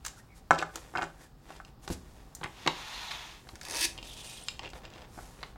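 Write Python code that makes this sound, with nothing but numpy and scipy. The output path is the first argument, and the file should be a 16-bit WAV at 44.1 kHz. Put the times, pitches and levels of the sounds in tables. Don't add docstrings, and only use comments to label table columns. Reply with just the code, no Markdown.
import sys
import numpy as np
from scipy import signal
from scipy.fft import rfft, irfft
from scipy.io import wavfile
from scipy.ndimage import uniform_filter1d

SR = 44100
rng = np.random.default_rng(int(sys.argv[2]) if len(sys.argv) > 2 else 0)


def to_wav(s):
    ch = np.atleast_2d(s).T
    pcm = np.round(np.clip(ch, -1, 1) * 32767)
    wavfile.write(sys.argv[1], SR, pcm.astype(np.int16))


N = 245620
TIME = np.arange(N) / SR

# frequency in Hz, relative level in dB.
VENTILATION_COLOUR = [(12, -26.5), (20, -5), (50, 4), (86, -9), (123, -5), (146, -8), (357, -17),
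                      (660, -25), (923, -25.5), (1190, -24.5), (2320, -39), (2750, -38), (5380, -37),
                      (6540, -68.5), (16000, -39.5)]
REVERB_COLOUR = [(80, -8), (300, 3), (1200, -4), (4000, -2.5), (9000, -4), (16000, -9.5)]
SKIN_COLOUR = [(1000, 5), (3000, -0.5), (7000, 4), (10000, 0.5), (13000, -3), (16000, -30)]
BODY_COLOUR = [(150, -15.5), (400, 2.5), (850, 2), (1300, -5), (1900, -5), (2800, -9), (6000, -16.5),
               (16000, -50.5)]
THREAD_COLOUR = [(240, -18), (400, -8.5), (588, -13), (655, -19), (893, -7), (1350, -24), (2020, -13),
                 (2470, -1), (3370, -0.5), (5430, -3.5), (8900, -7), (13700, -18), (16000, -26)]
SLIDE_COLOUR = [(200, -16.5), (520, -14), (820, 0), (1500, -5.5), (2500, -3.5), (3800, -5.5), (4700, -9),
                (6700, -11.5), (8000, -20.5), (9500, -20), (11500, -26.5), (14000, -23.5), (16000, -43)]
ZIP_COLOUR = [(150, -79), (250, -22), (342, -4), (421, -26), (538, -20), (988, -6), (1220, -24), (1820, 0),
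              (2960, -3), (5350, 2), (7060, -5.5), (9660, -2), (16000, -20)]
CAR_SHELL_COLOUR = [(150, -16), (340, -5), (430, -21), (550, 10), (750, -5), (1000, 12), (1300, -12),
                    (4000, -51)]

# centre in Hz, bandwidth in Hz, gain of the added band in dB.
DUCT_PEAKS = [(775, 35, 8)]
CAVITY_PEAKS = [(893, 79, -13), (1050, 130, -34), (1814, 64, -4.5), (2600, 47, -10), (3500, 170, -0.5),
                (3920, 52, -37)]
CAR_PEAKS = [(570, 130, 5), (1670, 54, 3), (2580, 30, 11), (3590, 37, 3), (4630, 140, -1), (5270, 160, -6),
             (6400, 170, 0.5), (8460, 60, -12), (9050, 230, -10)]
TABLE_PEAKS = [(169.2, 24, 4.5), (374, 53, -4)]

# frequency in Hz, relative level in dB, T60 in seconds.
TABLE_MODES = [(77, -13, 0.49), (119, -3, 0.097), (173.6, 0.5, 0.093), (232, -5, 0.064), (355, -4.5, 0.063),
               (554, -8.5, 0.071), (618, -9, 0.028)]
EDGE_MODES = [(1150, -11, .02), (1750, -7, .016), (3500, -6, .008), (4700, -4, .006), (6100, 0, .005),
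              (7500, 0, .005), (8600, -2, .005), (11800, -7, .004)]
CATCH_MODES = [(2470, 4.5, 0.03), (2750, 10, 0.034), (3170, 10, 0.019), (3800, 12, 0.0063),
               (4360, 0.5, 0.023), (4120, -5, 0.016), (4980, 4, 0.024), (7680, -11, 0.028),
               (7700, -26, 0.018)]
TUBE_MODES = [(145.6, -9.5, 0.094), (379, -13.5, 0.076), (762, 3.5, 0.027), (842, -5, 0.11),
              (1012, 0, 0.022), (1152, 1, 0.043), (1540, -1.5, 0.037), (1730, -7, 0.021), (2074, 1, 0.031),
              (2640, -43, 0.052), (3820, -7, 0.024), (3940, 7.5, 0.0091), (4730, -7, 0.026),
              (4860, -26, 0.028)]
HOLLOW_MODES = [(164.4, -16.5, 0.16), (332, -12.5, 0.063), (388, -13.5, 0.062), (558, -19, 0.22),
                (768, 5.5, 0.031), (760, -22.5, 0.19), (883, -19, 0.079), (1023, -31, 0.21),
                (1190, -2.5, 0.042), (1270, -29, 0.053), (1332, -5.5, 0.079), (1505, 1, 0.042),
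                (1514, -23, 0.034), (1717, -8.5, 0.031), (2147, -11.5, 0.047)]

# frequency in Hz, relative level in dB.
TABLE_WASH = [(50, -9.5), (200, -8), (700, -29.5), (1500, -40), (4000, -44), (16000, -60)]
EDGE_WASH = [(200, -17.5), (1200, 8.5), (3000, 2.5), (7000, 7), (10000, -4), (16000, -12)]
CATCH_WASH = [(200, 7), (1200, 7), (1900, 4), (2800, 16.5), (4500, 2.5), (8000, 2.5), (10000, -53),
              (16000, -56)]
TUBE_WASH = [(100, -4.5), (600, 3), (1000, 10.5), (4000, 0), (6500, -18), (10000, -29), (16000, -63)]
HOLLOW_WASH = [(100, -23.5), (330, -14), (500, -12.5), (800, 2.5), (1600, 0.5), (2600, -20), (4800, -25),
               (7600, -22), (10000, -39), (16000, -50.5)]

# centre and length in seconds, relative hiss and body levels in dB.
BRUSHES = [(0.051, 0.0099, -52, -70), (0.187, 0.03, -57, -85), (0.375, 0.038, -59.5, -79),
           (0.604, 0.036, -57, -34.5), (0.762, 0.034, -60, -48), (.87, 0.057, -90, -64.5),
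           (1.233, .05, -61.5, -59), (1.526, 0.11, -65, -52), (1.682, 0.034, -69, -57),
           (1.844, 0.028, -55, -66), (1.929, .03, -43, -67), (2.187, 0.054, -83, -61.5),
           (2.37, 0.015, -62, -76), (3.503, 0.041, -63, -74), (3.735, 0.13, -69, -44.5),
           (4.165, 0.79, -70, -56), (4.4, 0.035, -65, -83), (4.649, 0.043, -73, -44),
           (4.765, 0.043, -62, -50), (4.849, 0.053, -78, -48.5), (4.983, .13, -68, -50),
           (5.201, 0.16, -55, -58.5), (5.445, 0.15, -65.5, -58)]
# centre and length in seconds, start and end pitch
# in Hz, relative level in dB.
SQUEAKS = [(0.189, 0.033, 1350, 1760, -50.5), (0.317, 0.057, 2380, 2130, -61.5),
           (1.218, 0.079, 1650, 1800, -58.5), (2.996, 0.16, 4140, 4080, -45.5),
           (3.111, 0.012, 5200, 5330, -48), (3.144, 0.11, 4070, 3420, -45),
           (4.115, 0.071, 3600, 3260, -47.5), (4.208, 0.066, 3730, 3110, -47),
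           (4.088, 0.02, 11000, 11500, -53), (4.296, 0.25, 9340, 8600, -53.5),
           (4.312, 0.095, 3000, 2630, -57), (4.394, 0.065, 3480, 2930, -53),
           (4.438, 0.006, 9070, 8800, -39.5), (4.656, 0.034, 3100, 3100, -51.5)]
# start, attack, hold and release
# in seconds, relative level in dB.
SLIDES = [(2.481, 0.3, 0.043, 0.27, -42), (2.832, .18, 0.19, 0.24, -42), (3.106, .003, .008, 0.037, -42.5)]
# start and end in seconds, mean level in dB.
RATTLES = [(0.521, 0.586, -39), (1.46, 1.7, -49), (4.608, 4.792, -48), (4.82, 5.02, -47)]

# start in seconds, relative level in dB, bass gain in dB, treble gain in dB.
TABLE_THUDS = [(.512, -26, 1, -0.5), (1.902, -19.5, -13, 2.5), (1.9065, -23, -2, 0), (1.912, -30, 1, 4),
               (2.44, -29, 8, 10), (2.675, -39, 5, -2), (3.533, -36.5, 18, -4), (5.175, -33.5, 18, 5)]
EDGE_TICKS = [(.0495, -26.5, 2, -1.5), (.063, -23.5, -2, 2.5), (.0665, -33.5, 10, -1),
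              (.0812, -31.5, -1, 1), (.7575, -25, 17, 3), (1.887, -40, 10, 15.5), (1.9278, -32.5, -0.5, 13),
              (2.350, -31, 13, 20), (3.5554, -36, -12, -4.5), (3.6128, -32, -37, -7),
              (3.6642, -38, -27, -17), (3.7375, -31, -11, -10), (3.7688, -26, -6, 9), (3.775, -37, 3, 2),
              (4.702, -44, 0, 3)]
CATCH_CLICKS = [(0.589, -25.5, 13, 18), (0.5943, -28, 0, -14), (0.6, -40, 8, 8), (0.9732, -23, 16.5, -1.5),
                (1.0219, -26.5, 14, 3), (3.978, -32, 4, 9), (3.986, -31, 6, -22), (4.0279, -31, 12, 8),
                (4.1, -45, 0, 10), (4.4845, -19, -10.5, 6.5), (4.5933, -28, 4, 1), (4.649, -33, -3, -23),
                (4.6575, -33, -2, -15), (4.676, -34, -2, -14), (4.852, -35, 10, 0), (4.937, -38, 17, 5)]
TUBE_TAPS = [(1.8775, -25.5, 11, 21), (2.4125, -30, 20.5, -7.5), (2.4325, -26, -5, -30),
             (2.4385, -29.5, 8, 27), (2.443, -23.5, -16, -31), (2.459, -28, -4, -49), (2.661, -26, 30, -8),
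             (2.6638, -18.5, 9, 3), (2.6752, -9.5, -2, 7), (3.111, -28, -30, 3), (3.1157, -27.5, -26, 3),
             (3.470, -41, 5, -17), (3.4896, -34, -2, 16), (4.5935, -31, 2, 5), (4.6325, -35, 4, 12),
             (4.7337, -34, 5, 6), (5.389, -39, 15, -34), (5.407, -46, 3, 20), (5.4297, -27.5, 3, 9),
             (5.434, -29, -25, -8), (5.559, -37.5, 18, -23)]
HOLLOW_KNOCKS = [(.5082, -2, -1.5, 1.5), (.5135, -10.5, -1.5, -10), (.6248, -15.5, -5.5, -3),
                 (.938, -32.5, 13, -3), (.9524, -19, -15, -12), (.9585, -19.5, -9, -3), (.982, -19, -12, 2),
                 (.990, -20, -1, -21), (1.0142, -24, -16, -1), (1.020, -23, -4, -6),
                 (1.0287, -19.5, 3.5, 4.5), (1.040, -28, -6, 7), (1.504, -33, 8, 2), (1.601, -31.5, -9, -6),
                 (5.177, -35, 7, 8), (5.188, -31.5, 2, 6)]


def undb(db):
    return 10 ** (np.asarray(db) / 20)


def unit(x):
    return x / np.sqrt(np.mean(x ** 2))


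def colour(x, points, size=2048):
    hz, db = np.transpose(points)
    bins = np.maximum(np.fft.rfftfreq(size, 1 / SR), 1)
    gain = undb(np.interp(np.log(bins), np.log(hz), db))
    cepstrum = irfft(np.log(gain))
    cepstrum[1:size // 2] *= 2
    cepstrum[size // 2 + 1:] = 0
    response = irfft(np.exp(rfft(cepstrum)))
    return signal.fftconvolve(x, response)[:len(x)]


def resonate(x, peaks):
    return x + sum(undb(db) * signal.lfilter(*signal.iirpeak(hz, hz / width, fs=SR), x)
                   for hz, width, db in peaks)


def fade(t, t60):
    return np.exp(-np.log(1000) * t / t60)


def walk(rate):
    steps = rng.standard_normal(4096)
    return unit(np.interp(TIME * rate, np.arange(len(steps)), steps))


def grains(rate, spread_db):
    happens = rng.random(N) < rate / SR
    size = undb(spread_db * np.clip(rng.standard_normal(N), -2, 2))
    return unit(happens * size * rng.choice([-1, 1], N))


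def push(start, attack, hold, release):
    return np.interp(TIME, start + np.cumsum([0, attack, hold, release]), [0, 1, 1, 0])


def swell(centre, length):
    return np.cos(np.pi / 2 * np.clip((TIME - centre) / length, -1, 1)) ** 2


def impacts(events, modes, wash, wash_db, wash_t60, detune):
    out = np.zeros(N + SR)
    t = TIME[:SR // 4]
    hz, mode_db, t60 = np.array(modes).T[:, :, None]
    for start_s, level_db, bass_db, treble_db in events:
        pitch = hz * (1 + detune * rng.standard_normal(hz.shape))
        phase = 1.15 * rng.standard_normal(hz.shape)
        ring = np.sum(undb(mode_db) * np.sin(2 * np.pi * pitch * t + phase) * fade(t, t60), axis=0)
        ring *= 1 - fade(t, 2 / np.max(hz))
        crack = colour(rng.standard_normal(len(t)) * fade(t, wash_t60), wash)
        blow = unit(ring) + undb(wash_db) * unit(crack)
        blow = colour(blow, [(250, bass_db), (1800, 0.022), (2500, 0.0039), (8000, treble_db)])
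        power = uniform_filter1d(blow ** 2, size=130, mode="constant")
        peak = 2.59 * np.sqrt(np.max(power))
        start = int(start_s * SR)
        out[start:start + len(t)] += undb(level_db) * blow / peak
    return out[:N]


def ventilation(level_db=-53.5, wander_db=1.3):
    air = resonate(rng.standard_normal(N), DUCT_PEAKS)
    air = colour(air, VENTILATION_COLOUR, size=8192)
    return unit(air) * undb(level_db + wander_db * walk(2.3))


def reverberate(x, wet_db=-5.5, low_t60=0.31, high_t60=0.28, split_hz=870, gap_s=0.0013):
    t = TIME[:SR // 2]
    noise = rng.standard_normal(len(t))
    low = signal.sosfilt(signal.butter(1, split_hz, fs=SR, output="sos"), noise)
    tail = low * fade(t, low_t60) + (noise - low) * fade(t, high_t60)
    tail *= np.clip(t / gap_s - 1, 0, 1)
    tail = colour(tail / np.sqrt(np.sum(tail ** 2)), REVERB_COLOUR)
    return x + undb(wet_db) * signal.fftconvolve(x, tail)[:N]


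def brushing_hands():
    hiss = unit(colour(grains(rate=6000, spread_db=3), SKIN_COLOUR))
    coarse_slips = grains(rate=900, spread_db=4.5)
    body = unit(colour(resonate(coarse_slips, CAVITY_PEAKS), BODY_COLOUR))
    fidget = undb(5.5 * walk(9)) * (undb(-68.5) * hiss + undb(-67) * body)
    return fidget + sum(swell(centre, length) * (undb(hiss_db) * hiss + undb(body_db) * body)
                        for centre, length, hiss_db, body_db in BRUSHES)


def squeaks(waver=0.0362, waver_hz=130, flutter_db=4):
    ragged = walk(900)
    grip = undb(flutter_db * walk(160))
    out = np.zeros(N)
    for centre, length, start_hz, end_hz, db in SQUEAKS:
        near = np.abs(TIME - centre) < length
        progress = (TIME[near] - centre) / length + 0.5
        glide_hz = start_hz + (end_hz - start_hz) * progress
        hz = glide_hz + (waver_hz + waver * glide_hz) * ragged[near]
        tone = np.sin(2 * np.pi * np.cumsum(hz) / SR)
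        out[near] += undb(db) * swell(centre, length)[near] * grip[near] * tone
    return out


def threading_cord():
    slips = grains(rate=1800, spread_db=1) * undb(2.7 * walk(80))
    speed = push(start=4.003, attack=0.055, hold=0.29, release=0.27)
    return unit(colour(slips, THREAD_COLOUR)) * undb(-47) * speed


def sliding_tube():
    slips = grains(rate=9000, spread_db=2) * undb(0.67 * walk(60))
    force = sum(undb(db) * push(*timing) for *timing, db in SLIDES)
    return unit(colour(resonate(slips, CAVITY_PEAKS), SLIDE_COLOUR)) * force


def zipping_cord(start_s=3.62, exit_s=3.856, doubling_s=0.075, exit_teeth_per_s=350, db_per_doubling=9):
    doublings = (np.clip(TIME, start_s, exit_s) - exit_s) / doubling_s
    rate = exit_teeth_per_s * 2 ** doublings
    coast_s = np.maximum(TIME - exit_s, 0)
    force_db = -22.5 + db_per_doubling * doublings - 6.5 * (coast_s > 0)
    force = undb(force_db) * fade(coast_s, t60=0.093) * (TIME > start_s)
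    teeth_passed = np.cumsum(rate * (1 + 0.092 * walk(90))) / SR
    since_snap_s = teeth_passed % 1 / rate
    snaps = fade(since_snap_s, t60=0.013) + 0.22
    snaps /= np.sqrt(uniform_filter1d(snaps ** 2, size=1100))
    teeth = snaps * undb(1.8 * walk(170)) * grains(rate=14000, spread_db=0.5)
    rasp = unit(colour(resonate(teeth, CAR_PEAKS), ZIP_COLOUR))
    shell = unit(colour(teeth, CAR_SHELL_COLOUR)) * np.minimum(140 / rate, 1)
    return (rasp + undb(-10) * shell) * force


def thudding_table():
    return impacts(TABLE_THUDS, TABLE_MODES, TABLE_WASH, wash_db=-4, wash_t60=0.093, detune=0.023)


def ticking_edges():
    return impacts(EDGE_TICKS, EDGE_MODES, EDGE_WASH, wash_db=7, wash_t60=0.033, detune=0.038)


def clicking_parts(clicks_per_rattle=7, bass_db=8, treble_db=11, spread_db=5):
    clicks = list(CATCH_CLICKS)
    for start, end, db in RATTLES:
        scatter_db = spread_db * rng.standard_normal((clicks_per_rattle, 3))
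        levels = np.array([db, bass_db, treble_db]) + scatter_db
        moments = rng.uniform(start, end, clicks_per_rattle)
        clicks.extend(np.column_stack([moments, levels]))
    return impacts(clicks, CATCH_MODES, CATCH_WASH, wash_db=-4, wash_t60=0.012, detune=0.011)


def on_table(x, cutoff_hz=147):
    radiated = signal.sosfilt(signal.butter(2, cutoff_hz, "high", fs=SR, output="sos"), x)
    return resonate(radiated, TABLE_PEAKS)


def tapping_tube():
    return impacts(TUBE_TAPS, TUBE_MODES, TUBE_WASH, wash_db=1, wash_t60=0.024, detune=0.033)


def knocking_toy():
    return impacts(HOLLOW_KNOCKS, HOLLOW_MODES, HOLLOW_WASH, wash_db=-4.5, wash_t60=0.032, detune=0.005)


def scene():
    toys = on_table(knocking_toy() + tapping_tube())
    blows = toys + clicking_parts() + ticking_edges() + thudding_table()
    friction = sliding_tube() + zipping_cord() + threading_cord() + squeaks() + brushing_hands()
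    heard = reverberate(blows + undb(-3) * friction)
    return (heard + ventilation())[None]


def record(dry, low_hz=16, top_hz=16000):
    sound = signal.sosfilt(signal.butter(2, low_hz, "high", fs=SR, output="sos"), dry)
    return signal.sosfilt(signal.ellip(10, 0.1, 80, top_hz, fs=SR, output="sos"), sound)


dry = scene()
out = record(dry)
to_wav(out)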